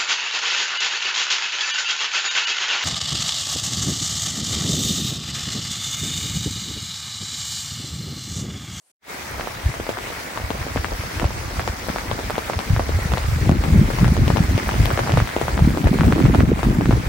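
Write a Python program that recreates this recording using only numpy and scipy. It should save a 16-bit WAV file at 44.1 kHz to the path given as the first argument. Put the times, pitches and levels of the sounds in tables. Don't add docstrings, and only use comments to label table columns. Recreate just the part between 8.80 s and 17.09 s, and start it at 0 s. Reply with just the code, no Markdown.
import sys
import numpy as np
from scipy import signal
from scipy.io import wavfile
from scipy.ndimage import uniform_filter1d, minimum_filter1d

SR = 44100
rng = np.random.default_rng(int(sys.argv[2]) if len(sys.argv) > 2 else 0)


def int16_out(signal):
    q = np.round(np.clip(np.atleast_2d(signal).T, -1, 1) * 32767)
    wavfile.write(sys.argv[1], SR, q.astype(np.int16))


N = 365456

# freq_hz, relative_db
WAKE_TONE = [(59, -43), (100, -19), (600, -5), (5420, -13), (9410, -2), (16000, -26)]
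# freq_hz, correlation
HISS_LIKENESS = [(100, 0.99), (500, 0.47), (1500, 0.2), (6000, 0.089), (15000, .03)]
# freq_hz, left_minus_right_db
HISS_BALANCE = [(60, -4), (240, 0.5), (3770, 1.5), (15000, -1)]
# time_s, gain_db
FADE_IN = [(.19, -75), (.23, -28), (.3, -1.5)]
# freq_hz, relative_db
WASH_TONE = [(120, -21), (200, 0.5), (316, -6), (579, -6.5), (1200, -5.5), (2150, -4.5), (2800, -13.5),
             (4770, -14.5), (9400, -20.5), (10500, -24), (15100, -23), (16000, -13.5)]
# time_s, wash_db, patter_db
RAIN_LEVELS = [(0.45, -30.5, -39), (2.15, -30.5, -35), (3.99, -30.5, -37), (4.92, -28.5, -33),
               (5.3, -29, -34), (6.15, -28, -29), (6.56, -30, -33.5), (7.61, -31, -31),
               (8.29, -32.5, -34.5)]
# centre_s, depth_db, half_length_s
WASH_DIPS = [(4.76, -3.5, 0.07), (5.01, -2.5, 0.12), (7.733, -7, 0.032)]
# time_s, slow_lumps_db, quick_lumps_db
GUST_LEVELS = [(0.3, -49, -64), (0.54, -36, -50), (0.96, -28, -57), (1.34, -40, -49), (1.77, -29, -39.5),
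               (2.03, -26.5, -38.5), (2.59, -26, -38), (2.95, -31.5, -40), (3.75, -30.5, -33),
               (3.95, -21.5, -38.5), (4.5, -18.5, -36.5), (4.7, -14.5, -22.5), (5.62, -17.5, -24.5),
               (5.73, -18.5, -27.5), (5.87, -22, -23.5), (6.05, -19, -28.5), (6.38, -19.5, -28),
               (6.47, -29, -35.5), (6.76, -18, -26), (6.86, -19.5, -22), (7.5, -17, -13.5),
               (7.78, -19.5, -20), (8.1, -17, -19.5), (8.29, -19, -24.5)]
# start_s, level_db
SPLASHES = [(0.5106, -32), (3.0743, -30), (3.5033, -31), (4.2316, -30), (5.3386, -31), (5.8799, -29),
            (6.053, -24), (6.1263, -28), (7.9447, -34)]
# peak_s, level_db, pitch_hz, left_minus_right_db, snap_relative_db
LEAF_DROPS = [(0.582, -22, 600, 0, -4), (0.597, -13.5, 690, -2, -15), (0.61, -12.5, 1690, -1, -23),
              (0.6734, -10.5, 830, -3, -16), (0.941, -16, 1170, 1, -17), (0.9998, -12, 417, 0, -21),
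              (1.0671, -18, 900, 0, -3), (1.092, -7.5, 500, 3, -8), (1.172, -19, 1100, 10, -15),
              (1.187, -19, 1190, 9, 0), (1.575, -11.5, 1110, 4, -6), (1.705, -7, 640, 4, -6),
              (1.8283, -18, 1380, 5, -4), (1.867, -14.5, 460, -1, -15), (1.9603, -7, 525, 3, -16),
              (1.9755, -10.5, 1210, 5, -27), (2.0455, -7, 1370, 9, -40), (2.1206, -15.5, 513, 1, -18),
              (2.2093, -19, 1840, 7, -15), (2.398, -9, 1800, 11, -21), (2.418, -11, 636, -4, -21),
              (2.424, -11, 696, -5, -20), (2.443, -7, 670, 0, -16), (2.5065, -16, 790, -7, -7),
              (2.7956, -9, 1270, 0, -32), (2.877, -8, 910, 5, -2), (3.0859, -14, 404, 11, -15),
              (3.0922, -14, 1200, 8, -20), (3.161, -8, 734, 1, -31), (3.1847, -12, 1540, 5, -24),
              (3.314, -10, 825, 7, -3.5), (3.391, -13, 480, 1, -18), (3.499, -12, 1200, -5, -15),
              (3.5056, -9.5, 816, -1, -6), (3.5557, -13, 1500, 2, -18), (3.5813, -4.5, 570, 3, -7.5),
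              (3.6989, -6.5, 684, 1.5, -13), (3.7343, -11.5, 1560, -3, -25), (3.791, -13.5, 880, 9, 1),
              (3.8052, -16, 1400, 4, -8), (3.964, -9.5, 1060, 2, -10), (3.9956, -4.5, 610, 0, -37),
              (4.093, -12.5, 403, 8, -16), (4.19, -13.5, 503, 1, -15), (4.32, -13.5, 920, -10, -9),
              (4.3371, -8.5, 1070, 1, -1), (4.3737, -11, 880, 11, -8), (4.3815, -11.5, 754, 3, 1),
              (4.694, -2.5, 615, 3, -9), (4.7147, -11, 490, 6, -3), (4.8385, -16, 850, 19, -14),
              (5.1033, -15, 504, 16, -29), (5.187, -14, 750, 12, -18), (5.245, -11, 1070, 12, -17),
              (5.28, -16, 810, 11, 0), (5.3673, -12.5, 785, 9, -3), (5.4803, -12.5, 506, 12, 2),
              (5.503, -3.5, 740, 12, -17), (5.562, -12, 660, 12, -19), (5.5709, -10, 845, 12, -2),
              (5.779, -9.5, 466, 10, -4), (5.8913, -5.5, 1080, 5, -27), (5.9206, -15, 790, 9, -22),
              (5.942, -15, 1840, 2, -16), (6.0291, -18, 1580, 5, -16), (6.0573, -14, 860, 8, 5.5),
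              (6.1048, -9.5, 1190, 5, -24), (6.1752, -7.5, 1280, 5, -16), (6.1919, -4.5, 915, 0, -25),
              (6.2657, -15, 800, 0, -18), (6.2741, -10.5, 1000, 0, -17), (6.295, -8, 745, 3, -20),
              (6.302, -15, 1840, 3, -17), (6.321, -15, 545, 7, 8), (6.3392, -11, 600, -2, -6),
              (6.3735, -2.5, 766, -2, -20), (6.402, -5.5, 1190, 0, -11), (6.474, -12, 1700, 4, -18),
              (6.4913, -11.5, 1550, 1, -17), (6.565, -4.5, 493, 2, -7.5), (6.6145, -6, 503, 6, -8),
              (6.682, -6, 815, 1, -31), (6.7773, -8, 1280, 3, -33), (6.7924, -7.5, 690, 2, -14),
              (6.9738, -9, 740, -2, -9), (7.043, -13, 655, -1, -2), (7.071, -5.5, 403, 4, -28),
              (7.1306, -18, 600, 0, -20), (7.1877, -9.5, 970, -1, -17), (7.2092, -4, 1170, 2, -23),
              (7.235, -10, 800, 1, -19), (7.2805, -14, 490, 9, -6), (7.3243, -3.5, 1260, 0, -19),
              (7.361, -11, 500, 4, -9), (7.3817, -10.5, 660, -2, -15), (7.4026, -9.5, 965, -1, -11),
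              (7.454, -11.5, 1070, -2, -25), (7.5408, -10, 910, 0, -13), (7.5475, -5, 800, 2, -21),
              (7.605, -7, 1310, -3, -26), (7.7924, -15, 690, 15, -13), (7.8313, -8, 885, 9, -12),
              (8.0105, -9, 584, 2, -18), (8.0574, -9.5, 1420, 2, -21), (8.1097, -7.5, 730, 3, -24),
              (8.1157, -13, 700, 2, -20), (8.1262, -11, 820, -6, -21)]
# delay_s, gain_db
GROUND_ECHOES = [(.0089, -9.5)]
# peak_s, level_db, pitch_hz
LOW_THUDS = [(0.863, -8, 71), (1.643, -15.5, 74), (1.706, -12.5, 255), (1.813, -15, 78), (1.967, -14, 208),
             (1.997, -14.5, 78), (2.198, -16, 80), (2.377, -15, 82.5), (2.431, -12, 220), (2.455, -7, 85),
             (2.572, -18, 90), (2.656, -16.5, 64), (2.786, -11.5, 85), (2.899, -15.5, 68.4),
             (3.101, -12.5, 199), (3.287, -18, 78), (3.772, -11.5, 82), (3.906, -5, 119), (3.973, -6.5, 90),
             (4.15, -9, 80), (4.259, -10, 129), (4.336, -5, 116), (4.558, -10, 72), (4.697, -1.5, 181),
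             (4.72, -2.5, 179), (4.791, -15, 61.5), (4.905, -7, 142), (4.924, -5.5, 86), (4.962, 1.5, 141),
             (4.994, -0.5, 102), (5.016, 0, 170), (5.031, -14, 252), (5.089, -14, 245), (5.215, -3.5, 144),
             (5.232, 0.5, 160), (5.264, -4.5, 110), (5.282, -6, 130), (5.322, -2, 181), (5.403, -4.5, 78.4),
             (5.422, -2, 106), (5.474, -7.5, 116), (5.503, -4.5, 146), (5.538, -5, 88), (5.606, -1.5, 150),
             (5.752, -5, 118), (5.982, -11, 118), (6.007, -3, 108), (6.035, -9.5, 110), (6.136, -10.5, 108),
             (6.34, -3, 117), (6.381, -13, 94), (6.422, -5.5, 104), (6.823, -1, 121), (6.849, -8, 150),
             (6.876, 0.5, 203), (7.062, -3, 63.5), (7.116, -1.5, 171), (7.244, -5, 75), (7.273, -5.5, 75),
             (7.334, -5.5, 166), (7.379, -13, 68), (7.449, 0.5, 105), (7.554, -5, 151), (7.589, -3, 84),
             (7.614, -11, 101), (7.635, -4, 82), (7.685, -6, 131), (7.7184, -3, 340), (7.734, -7, 170),
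             (7.871, -2, 177), (7.902, -7.5, 108), (7.988, -2.5, 169), (8.094, -2, 204), (8.134, -1.5, 91),
             (8.269, -11, 82.7)]
# start_s, end_s, level_db
SIZZLE_SWELLS = [(1.8, 3.5, -45), (3.72, 4.15, -44.5), (5.155, 6.42, -45)]


def gain_of(db):
    return 10 ** (np.asarray(db) / 20)


def unit_rms(x):
    return x / np.sqrt(np.mean(x ** 2) + 1e-20)


def at_freq(points, hz):
    freqs, values = np.transpose(points)
    return np.interp(np.log(hz + 1), np.log(freqs + 1), values)


def rides(rows):
    times, *columns = np.transpose(rows)
    return [np.interp(np.arange(N) / SR, times, column) for column in columns]


def add(mix, start_s, sound):
    part = mix[:, round(start_s * SR):][:, :sound.shape[1]]
    part += sound[:, :part.shape[1]]


def band(noise, edges_hz, order=2):
    sos = signal.butter(order, edges_hz, "bandpass", fs=SR, output="sos")
    return unit_rms(signal.sosfilt(sos, noise))


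def hiss(tone, patchy_db, flicker_db):
    frames, hz = N // 128 + 5, np.fft.rfftfreq(512, 1 / SR)
    re, im, other_re, other_im, patches = rng.standard_normal((frames, len(hz), 5)).T
    patches = uniform_filter1d(patches, size=8, axis=0)
    patches = unit_rms(uniform_filter1d(patches, size=16, axis=1))
    flicker = unit_rms(uniform_filter1d(rng.standard_normal(frames), size=30))
    likeness = at_freq(HISS_LIKENESS, hz)[:, None]
    left = re + 1j * im
    right = likeness * left + np.sqrt(1 - likeness ** 2) * (other_re + 1j * other_im)
    colour_db = at_freq(tone, hz)[:, None] + patchy_db * patches + flicker_db * flicker
    balance_db = np.multiply.outer([.5, -.5], at_freq(HISS_BALANCE, hz))[:, :, None]
    spectra = np.array([left, right]) * gain_of(colour_db + balance_db)
    return unit_rms(signal.istft(spectra, nperseg=512, noverlap=384)[1][:, :N])


def waking_hiss(length_s=.116):
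    gate = np.arange(N) < length_s * SR
    return gain_of(-62) * hiss(WAKE_TONE, patchy_db=2, flicker_db=2) * gate


def slap(hz, decay_cycles, rise_cycles):
    cycles = np.arange(round(5 * SR / hz)) * hz / SR
    wave = np.sin(2 * np.pi * cycles) * np.exp(-cycles / decay_cycles)
    wave *= 1 - np.exp(-cycles / rise_cycles)
    return wave / abs(wave).max()


def scatter(lo_hz, hi_hz, per_s, spread_db, pan_db, lag_s, decay_cycles, rise_cycles, size_cap=4):
    sizes = np.minimum(rng.exponential(1, N), size_cap)
    hits = gain_of(spread_db * sizes) * (rng.random(N) < per_s / SR)
    voice, places = rng.integers(0, 16, N), rng.uniform(-1.07, 1, 16)
    out = np.zeros((2, N))
    for k, (hz, place) in enumerate(zip(np.geomspace(lo_hz, hi_hz, 16), places)):
        train = signal.oaconvolve(hits * (voice == k), slap(hz, decay_cycles, rise_cycles))[:N]
        out[0] += gain_of(pan_db * place) * train
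        out[1] += gain_of(-pan_db * place) * np.roll(train, round(lag_s * SR * place))
    return unit_rms(out)


def far_wash(level_db):
    t = np.arange(N) / SR
    dips_db = sum(db * np.exp(-((t - s) / half_s) ** 2) for s, db, half_s in WASH_DIPS)
    bed = hiss(WASH_TONE, patchy_db=1.78, flicker_db=1.02)
    fizz = scatter(2650, 13400, per_s=650, spread_db=2, pan_db=8.5, lag_s=.00037,
                   decay_cycles=1.2, rise_cycles=.13)
    return gain_of(level_db + dips_db) * (bed + gain_of(-13) * fizz)


def patter(level_db, heavy_drops, shake_s=.0066):
    taps = scatter(520, 2400, per_s=400, spread_db=4, pan_db=-1, lag_s=.00056,
                   decay_cycles=.6, rise_cycles=.24, size_cap=2.6)
    shake = signal.lfilter([1], [1, -np.exp(-1 / (shake_s * SR))], (heavy_drops ** 2).mean(0))
    swell = 1 + gain_of(-8) * np.sqrt(shake / shake.mean())
    return gain_of(level_db) * swell * taps


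def wind():
    slow_db, quick_db = rides(GUST_LEVELS)
    slow = scatter(43.4, 125.3, per_s=80, spread_db=3.5, pan_db=2.5, lag_s=.00035,
                   decay_cycles=1, rise_cycles=.5, size_cap=2)
    quick = scatter(144.8, 359, per_s=180, spread_db=2.5, pan_db=4, lag_s=.00032,
                    decay_cycles=.93, rise_cycles=.66, size_cap=3)
    thuds = low_thuds()
    power = (thuds ** 2).mean(0) + gain_of(slow_db - .5) ** 2
    surge = abs(uniform_filter1d(power, size=4000) / uniform_filter1d(power, size=20000)) ** .49
    pressure = surge * (gain_of(slow_db) * slow + gain_of(quick_db) * quick) + thuds
    return pressure + .2 * pressure ** 2


def splashes(attack_s=.001, decay_s=.0049):
    out, t = np.zeros((2, N)), np.arange(SR // 16) / SR
    spray = band(rng.standard_normal((len(SPLASHES), 2, len(t))), (9000, 15800))
    envelope = np.exp(-t / decay_s) * (1 - np.exp(-t / attack_s))
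    for (start_s, level_db), puff in zip(SPLASHES, spray):
        add(out, start_s, gain_of(level_db) * envelope * puff)
    return out


def plop(hz, slowing=.7, decay_cycles=.85, attack_s=.00015):
    cycles = np.arange(round(2 * SR / hz)) * hz / SR
    wave = np.sin(2 * np.pi * cycles ** slowing) * np.exp(-(cycles / decay_cycles) ** 3)
    wave *= 1 - np.exp(-(cycles / hz / attack_s) ** 2)
    return wave / abs(wave).max()


def leaf_drops():
    out, t = np.zeros((2, N)), np.arange(SR // 16) / SR
    noise = rng.standard_normal((len(LEAF_DROPS), 2, len(t)))
    spatter = unit_rms(signal.lfilter(*signal.butter(2, 1900, fs=SR), noise)) * np.exp(-t / .0046)
    shiver = band(noise[:, :, ::-1], (200, 700), order=1) * np.exp(-t / .015)
    wetness_db = rng.uniform(-6, 4, (len(LEAF_DROPS), 1, 1))
    tails = gain_of(wetness_db - 24) * (spatter + gain_of(4.5) * shiver)
    snaps = gain_of(-5.5) * band(noise[:, ::-1], (1400, 4800)) * np.exp(-t / .00048)
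    tick = slap(2650, decay_cycles=.45, rise_cycles=.35)
    snaps[:, :, :len(tick)] += tick
    for (peak_s, level_db, hz, pan_db, snap_db), tail, snap in zip(LEAF_DROPS, tails, snaps):
        sides = gain_of(level_db + np.array([[.5], [-.5]]) * pan_db)
        drop = gain_of(snap_db) * snap + tail
        add(drop, 0, plop(hz)[None])
        add(out, peak_s - .2 / hz, sides * drop)
    return out


def with_ground_echo(direct):
    out = direct.copy()
    for delay_s, gain_db in GROUND_ECHOES:
        out[0] += gain_of(gain_db) * np.roll(direct[0], round(delay_s * SR))
        out[1] += gain_of(gain_db) * np.roll(direct[1], round(.92 * delay_s * SR))
    return out


def low_thuds():
    out = np.zeros((2, N))
    offsets = rng.uniform(-.99, 1, (len(LOW_THUDS), 2))
    for (peak_s, level_db, hz), (shift, skew) in zip(LOW_THUDS, offsets):
        cycles = np.arange(-2 * SR / hz, 3 * SR / hz) * hz / SR
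        envelope = np.exp(-(cycles / np.where(cycles < 0, .5, .7)) ** 2)
        phase = 2 * np.pi * cycles + .53 * shift + .26 * skew * np.array([[1], [-1]])
        add(out, peak_s - 2 / hz, gain_of(level_db) * envelope * np.cos(phase))
    return out


def leaf_sizzle(floor_db=-59, edge_s=.06):
    t = np.arange(N) / SR
    swells = sum(gain_of(db) * (np.tanh((t - start_s) / edge_s) - np.tanh((t - end_s) / edge_s)) / 2
                 for start_s, end_s, db in SIZZLE_SWELLS)
    ticks = scatter(4400, 6400, per_s=1700, spread_db=4, pan_db=3, lag_s=.0003,
                    decay_cycles=2.1, rise_cycles=.86)
    return (gain_of(floor_db) + swells) * band(ticks, (4400, 6780), order=4)


def limiter(mix, ceiling_db=-.21, release_db_per_s=60):
    peak_db = 20 * np.log10(abs(mix).max(0) + 1e-9)
    release_db = np.arange(N) * release_db_per_s / SR
    held_db = np.maximum.accumulate(peak_db + release_db) - release_db
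    over_db = np.maximum(held_db - ceiling_db, 0)
    duck_db = uniform_filter1d(-minimum_filter1d(-over_db, size=200), size=200)
    return mix / gain_of(duck_db)


def scene():
    wash_db, patter_db = rides(RAIN_LEVELS)
    bed = far_wash(wash_db) + leaf_sizzle()
    heavy_drops = leaf_drops()
    leaves = with_ground_echo(heavy_drops + patter(patter_db, heavy_drops))
    return bed + leaves + splashes() + wind()


def record(dry):
    live = signal.sosfilt(signal.butter(2, 36, "highpass", fs=SR, output="sos"), dry)
    live = limiter(live * gain_of(rides(FADE_IN)[0]))
    high_cut = signal.firwin(511, 15850, window=("kaiser", 9), fs=SR)
    return signal.oaconvolve(live + waking_hiss(), high_cut[None], "same")


dry = scene()
out = record(dry)
int16_out(out)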